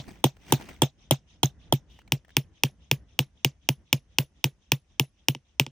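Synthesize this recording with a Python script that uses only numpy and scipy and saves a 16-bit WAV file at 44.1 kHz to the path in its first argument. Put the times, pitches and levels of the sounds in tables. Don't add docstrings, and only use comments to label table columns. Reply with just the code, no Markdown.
import sys
import numpy as np
from scipy import signal
from scipy.fft import irfft
from scipy.io import wavfile
from scipy.ndimage import uniform_filter1d

SR = 44100
rng = np.random.default_rng(int(sys.argv[2]) if len(sys.argv) > 2 else 0)


def unload_wav(signal):
    wavfile.write(
        sys.argv[1],
        SR,
        np.round(np.clip(np.atleast_2d(signal).T, -1, 1) * 32767).astype(np.int16),
    )


N = 251801
MOVE_S = 1.9

# frequency in Hz, relative level in dB per Hz.
GRAVEL_COLOUR = [(53, -34.5), (90, 6.5), (316, -11), (457, -28), (769, -10.5), (1040, -23.5), (2320, -17.5),
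                 (4000, -30), (6300, -28), (7020, -35.5), (7820, -30.5), (9720, -34.5), (11100, -60),
                 (13200, -38), (16000, -36)]


def amp(db):
    return 10 ** (np.asarray(db) / 20)


def read(points, hz):
    f, value = np.transpose(points)
    return np.interp(np.log(hz + 1), np.log(f + 1), value)


def follow(rows):
    return np.interp(np.arange(N) / SR, *np.transpose(rows))


def add(mix, s, sound):
    at = round(s * SR)
    part = mix[:, max(at, 0):][:, :sound.shape[1] + min(at, 0)]
    part += sound[:, max(-at, 0):][:, :part.shape[1]]


def noise(spectrum, same, patchy_db, size, length=N, t60=((1, 1e4), (2, 1e4))):
    hop, hz = size // 4, np.fft.rfftfreq(size, 1 / SR)
    a, b, c, d, patches = rng.standard_normal((length // hop + 5, len(hz), 5)).T
    patches = uniform_filter1d(patches, size=5, axis=0)
    patches = uniform_filter1d(patches, size=7, axis=1)
    same = np.clip(same, -1, 1)
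    left = a + 1j * b
    right = same * left + np.sqrt(1 - same ** 2) * (c + 1j * d)
    t = np.arange(left.shape[1]) * hop / SR
    colour_db = read(spectrum, hz)[:, None] + patchy_db * patches / patches.std()
    decay_db = -60 * t / read(t60, hz)[:, None]
    spectra = np.array([left, right]) * amp(colour_db + decay_db)
    out = signal.istft(spectra, nperseg=size, noverlap=size - hop)[1][:, :length]
    return out / np.sqrt(np.mean(out ** 2))


def ring(t, hz, db, t60, turns):
    t = np.maximum(t, 0)
    swell = (1 - np.exp(-t * hz / turns)) ** 3
    return amp(db - 60 * t / t60) * swell * np.sin(2 * np.pi * hz * t)


def air():
    # frequency in Hz, relative level in dB per Hz.
    air_colour = [(350, -28), (600, -1), (1330, -7), (3070, -4.5), (4260, -13), (6120, -5), (7510, -18),
                  (9000, -15), (11700, -46.5), (19800, -120)]
    return amp(-79) * noise(air_colour, 0.2, 2.3, size=512)


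def wind():
    # time in seconds, level in dB.
    breeze = [(0, -57), (.54, -59), (.71, -52), (.9, -59), (1.25, -61), (1.65, -54), (2.15, -58.5),
              (3.86, -62), (4.5, -64), (5.4, -67), (5.71, -66.5)]
    # frequency in Hz, relative level in dB per Hz.
    rumble_colour = [(12, -37.5), (20, -15.5), (59, 10.5), (109, -6.5), (176, -5.5), (340, -14.5),
                     (396, -19), (499, -20), (1170, -31), (2000, -30.5), (2600, -57), (4400, -120)]
    gust_db, gust_samples = 2.5, round(0.044 * SR)
    gusts = uniform_filter1d(rng.standard_normal(N), gust_samples)
    gusts = uniform_filter1d(gusts, gust_samples)
    level_db = follow(breeze) + gust_db * gusts / gusts.std()
    return amp(level_db) * noise(rumble_colour, .9, 0.73, size=2048)


def shuffle():
    # loudest moment in seconds, level there in dB, build-up over the last 10 dB in seconds,
    # 0 if the boot then lifts or 1 if it rests.
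    pushes = [(.034, -56, 0.022, 0), (.094, -47, 0.036, 1), (.51, -42, 0.027, 0), (.622, -46.5, 0.11, 0),
              (0.661, -57, 0.018, 0), (.697, -46.5, 0.038, 1)]
    settle_db_per_s = [-500, -170]
    t = np.arange(N) / SR
    clumps = uniform_filter1d(rng.standard_normal(N), size=160)
    grains = amp(2.6 * clumps / clumps.std()) * noise(GRAVEL_COLOUR, .6, 3, size=256)
    pressure = np.zeros(N)
    for s, db, rise_s, rests in pushes:
        slope_db = np.where(t < s, 10 * (t - s) / rise_s, settle_db_per_s[round(rests)] * (t - s))
        pressure += amp(db + slope_db)
    return grains * pressure


def scrape():
    # start in seconds, end in seconds, top pitch in Hz.
    drag = (1.9, 2.02, 3030)
    start, end, hz = drag
    sag_hz, edge_s, width_hz = 149, 0.0055, 260
    t = np.arange(N) / SR
    pitch = hz - sag_hz * np.clip((2 * t - start - end) / (end - start), -1, 1) ** 2
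    turn = np.exp(2j * np.pi * np.cumsum(pitch) / SR)
    r = np.exp(-np.pi * width_hz / SR)
    tone = (turn * signal.lfilter([1 - r], [1, -r], rng.standard_normal(N) / turn)).real
    fade = np.clip(np.minimum(t - start, end - t) / edge_s + 1, 0, 1) ** 2
    return amp(-67.5) * fade * tone / tone.std()


def chip(db, hz):
    tick_t60_s, grit_t60_s, grit_db = .45 * 0.023, 1.2 * 0.023, -5
    t = np.arange(2600) / SR
    tick = sum(ring(t, hz * ratio, part_db, tick_t60_s, turns=0.97)
               for ratio, part_db in [(1, 6), (1.8, -3.5), (3.1, -17.5)])
    grit = noise(GRAVEL_COLOUR, 0.32, 1.3, size=128, length=len(t))
    grit *= amp(grit_db - 60 * t / grit_t60_s) * np.clip(t / 0.0014, 0, 1)
    return amp(db) * (tick + grit)


def echo(s, near, t):
    # frequency in Hz, relative level in dB per Hz.
    slope_colour = [(410, -40), (700, -8.5), (967, -10), (1590, -26), (1780, -14), (3560, -1.5),
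                    (4370, -18.5), (6040, -8), (8150, -35), (10000, -28.5), (11000, -55.5), (14300, -61.5),
                    (22000, -120)]
    smear = 1 / (1 + np.exp(-(t - .172) / 0.0079)) / (1 + np.exp((t - .25) / 0.02))
    level_db = [-63, -66][near] - 2 * max(s - MOVE_S, 0)
    return amp(level_db) * smear * noise(slope_colour, 0.11, 3.2, size=256, length=len(t))


def rubble_scatter(near, t, crack_db):
    # frequency in Hz, relative level in dB per Hz.
    far_colour = [(240, -43.5), (400, -5.5), (697, -0.5), (994, -11.5), (1760, -17), (3690, -5),
                  (4580, -20), (5780, -13.5), (10500, -22), (12300, -40.5), (13300, -34), (14100, -24.5),
                  (15000, -24), (16000, -65)]
    near_colour = [(240, -32), (400, 3.5), (719, -20), (949, -14), (1290, -25.5), (2670, -14), (3020, -12),
                   (4730, -24.5), (5520, -20.5), (7510, -24.5), (10900, -29), (11600, -33), (14100, -15),
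                   (15000, -19), (16000, -47.5)]
    # frequency in Hz, time to fall 60 dB in seconds.
    decay = [(500, 0.11), (3000, .11), (6000, 0.13), (14000, 0.042)]
    scatter = noise([far_colour, near_colour][near], [.6, .85][near], 3.8, size=256, length=len(t), t60=decay)
    level = 5.1 * np.exp(-t / 0.0041) + 1 / (1 + np.exp(-(t - .011) / 0.0012))
    level *= np.clip(t / 0.0033, 0, 1)
    return amp(crack_db + [-38, -48][near]) * scatter * level


def rock_thud(near, t, knock_db):
    # frequency in Hz, relative level in dB from afar, the same close up,
    # time to fall 60 dB in seconds, left over right in dB.
    rock_modes = [(136, 3, 4, 0.076, 0), (61.6, -15.5, -19, 0.02, -1.5), (111, -18, -17.5, 0.016, 0.5),
                  (192.4, -7.5, -11.5, .035, 1), (235.6, -5, -7.5, .05, -3.5), (343.8, -4.5, -11, .045, -1),
                  (391, -4.5, -11, 0.033, 1), (522.6, -9.5, -15.5, .028, -3.5), (896, 1.5, -3, 0.013, -0.5),
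                  (1030, -1.5, -3, 0.007, -3.5)]
    thud_db, knock_hz = [-6, -11][near], 170
    sides = np.array([[1], [-1]])
    out = np.zeros((2, len(t)))
    for hz, *db, t60, pan_db in rock_modes:
        lag = 0.0049 * np.minimum(135 / hz, 1.1) ** 2.2
        level = amp(thud_db + knock_db * (hz > knock_hz) + sides * pan_db / 2)
        out += level * ring(t - lag, hz, db[near], t60, turns=0.83)
    return out


def steel_ring(near, t, chisel_db, shank_db):
    # frequency in Hz, relative level in dB from afar, the same close up,
    # time to fall 60 dB in seconds, part (0 chisel, 1 head, 2 shank).
    steel_modes = [(3558, -30.5, -48, 0.08, 1), (6460, -32.5, -47.5, .07, 1),
                   (9700, -36.5, -38.5, 0.041, 0), (10920, -64, -53, 0.17, 2), (13900, -44, -51, .06, 1),
                   (13400, -38.5, -54, 0.07, 1), (14700, -31.5, -35.5, .07, 0)]
    part_db = [chisel_db, [-3.5, -0.5][near], shank_db]
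    waver = [50, 130, 70]
    out = np.zeros((2, len(t)))
    for hz, *db, t60, part in steel_modes:
        spot_db = 3 * rng.standard_normal()
        roughness = uniform_filter1d(rng.standard_normal((2, len(t))), size=150)
        level = amp(part_db[part] + spot_db + waver[part] * roughness)
        out += level * ring(t, hz, db[near], t60, turns=84.0)
    return out


def crack(near):
    # frequency in Hz, relative level in dB per Hz.
    far_middle = [(760, -43), (1300, -15), (1650, -12.5), (2180, -21.5), (3310, 7.5), (4480, -28.5),
                  (5800, -4.5), (7040, -20), (9930, -3.5), (11200, -33), (11900, -30.5), (13300, -1.5),
                  (14300, -6.5), (15300, -9), (17000, -36.5)]
    near_middle = [(1120, -23), (1900, -11), (2470, 0), (2940, 2), (3520, -3), (4140, -19), (5390, -5.5),
                   (7010, -15), (7540, -29), (8110, -14.5), (9040, -19.5), (10400, -22), (11300, -46.5),
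                   (14900, -6.5), (16600, -29.5)]
    far_side = [(180, -53.5), (300, -11.5), (1200, -12), (2400, -15), (3420, -1), (4550, -23), (5870, -8.5),
                (8220, -20.5), (10800, -9.5), (12100, -21.5), (13600, -22), (15900, -33), (17000, -55)]
    near_side = [(180, -65), (300, -28.5), (1080, -9.5), (1890, -11), (2980, -1.5), (4180, -19),
                 (7310, -10.5), (8360, -18), (10400, -12), (15600, -23.5), (17000, -35.5)]
    middle_db, side_db, bounce = [5.5, 8.5][near], [6.5, -.5][near], [.3, .12][near]
    hz = np.fft.rfftfreq(2048, 1 / SR)
    log_gain = np.log(amp(np.maximum(read([far_middle, near_middle][near], hz), -70)))
    side_gain = amp(read([far_side, near_side][near], hz))
    phase = -signal.hilbert(np.r_[log_gain, log_gain[-2:0:-1]]).imag[:len(hz)]
    phase += 2 * np.pi * 1.635 * np.log(SR / 2 / np.maximum(hz, 200))
    delay_s = rng.exponential(.0011, size=12)
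    size = rng.uniform(-1.7, 1, size=12)
    bounces = (size * np.exp(-2j * np.pi * hz[:, None] * delay_s)).sum(1)
    paths = 1 + bounce * np.clip(hz / 2500, 0, 1) ** 2 * bounces
    turned = np.exp(1j * phase - 2j * np.pi * hz * 0.00067) * paths
    middle, side = irfft([turned * np.exp(log_gain), 1j * turned * side_gain])[:, :1500]
    middle = amp(middle_db) * middle / np.linalg.norm(middle)
    side = amp(side_db) * side / np.linalg.norm(side)
    return np.array([middle + side, middle - side])


def blow(s, crack_db, chisel_db, shank_db, knock_db, weight_db=0):
    near = int(s > MOVE_S)
    t = np.arange(SR // 3) / SR
    out = steel_ring(near, t, chisel_db, shank_db)
    out += rock_thud(near, t, knock_db)
    out += rubble_scatter(near, t, crack_db)
    out += echo(s, near, t)
    balance_db = np.array([[1], [-1]]) * [-.3, .1][near]
    add(out, 0, crack(near) * amp(crack_db + balance_db))
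    return amp(weight_db) * out


def rebound(s, weight_db):
    tap = blow(s, crack_db=0, chisel_db=-16, shank_db=-16, knock_db=9.5, weight_db=weight_db)
    return signal.lfilter(*signal.butter(2, 7600, fs=SR), tap)


def scene():
    # start in seconds, then relative levels in dB of the crack, the chisel ring,
    # the long thin shank ring and the knock in the rock.
    blows = [(0.2404, -2, 3, -11.5, 4), (0.5225, -3, 6.5, -11, 3.5), (0.819, -2, 1, -5, 3),
             (1.1091, -1.5, 2.5, -3.5, 0.6), (1.431, -3, 1.5, 6.5, -3), (1.724, -4, 1.1, -4, 0.4),
             (2.1203, -1.45, 2.5, -7.5, 1.7), (2.3671, 0.7, 6.5, -3.5, 3.6), (2.635, 0, 5.5, -1, 3.6),
             (2.9129, -0.45, 4, -4, 0.1), (3.19, -0.5, 1, -4, 2.4), (3.4464, 0, -4, -12, 2.8),
             (3.6885, -0.94, 1, 0, 2.5), (3.928, 1.5, -1, -7, 3.4), (4.1846, 0, 8, -0.6, 1),
             (4.4412, -0.5, 1.5, -4.5, 1.5), (4.7184, 0, 5.6, -2.5, 1.7), (4.9963, -0.4, 4.5, 3.5, 3),
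             (5.284, 0, 7.5, -2.5, 1.9), (5.5968, 1.5, 0, -16, 2.9)]
    # the same columns, then weight in dB.
    earlier_blow = (-.034, 0, 0, -8, 0, -5)
    # start in seconds, weight in dB.
    rebounds = [(5.3483, -21.5), (5.664, -22.5)]
    # start in seconds, relative level in dB, lowest pitch in Hz.
    chips = [(0.083, -43, 750), (0.367, -46.5, 786), (0.499, -40, 865), (0.61, -33, 760), (0.688, -31, 750),
             (1.989, -43.5, 740), (2.017, -52, 1470), (2.077, -47, 2300), (2.248, -50.5, 1810),
             (2.281, -52, 703), (2.292, -49.5, 1760), (2.304, -49, 1690), (3.819, -70, 980)]
    mix = air() + wind() + shuffle() + scrape()
    for s, *row in chips:
        add(mix, s, chip(*row))
    for s, weight_db in rebounds:
        add(mix, s, rebound(s, weight_db))
    for row in [earlier_blow] + blows:
        add(mix, row[0], blow(*row))
    return mix


def record(dry):
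    thin = signal.sosfilt(signal.butter(2, 42., "highpass", fs=SR, output="sos"), dry)
    soft = 1.215 * np.tanh(thin / 1.045)
    band_limit = signal.firwin(255, 16900, window=("kaiser", 9), fs=SR)
    return signal.oaconvolve(soft, band_limit[None], "same")


dry = scene()
out = record(dry)
unload_wav(out)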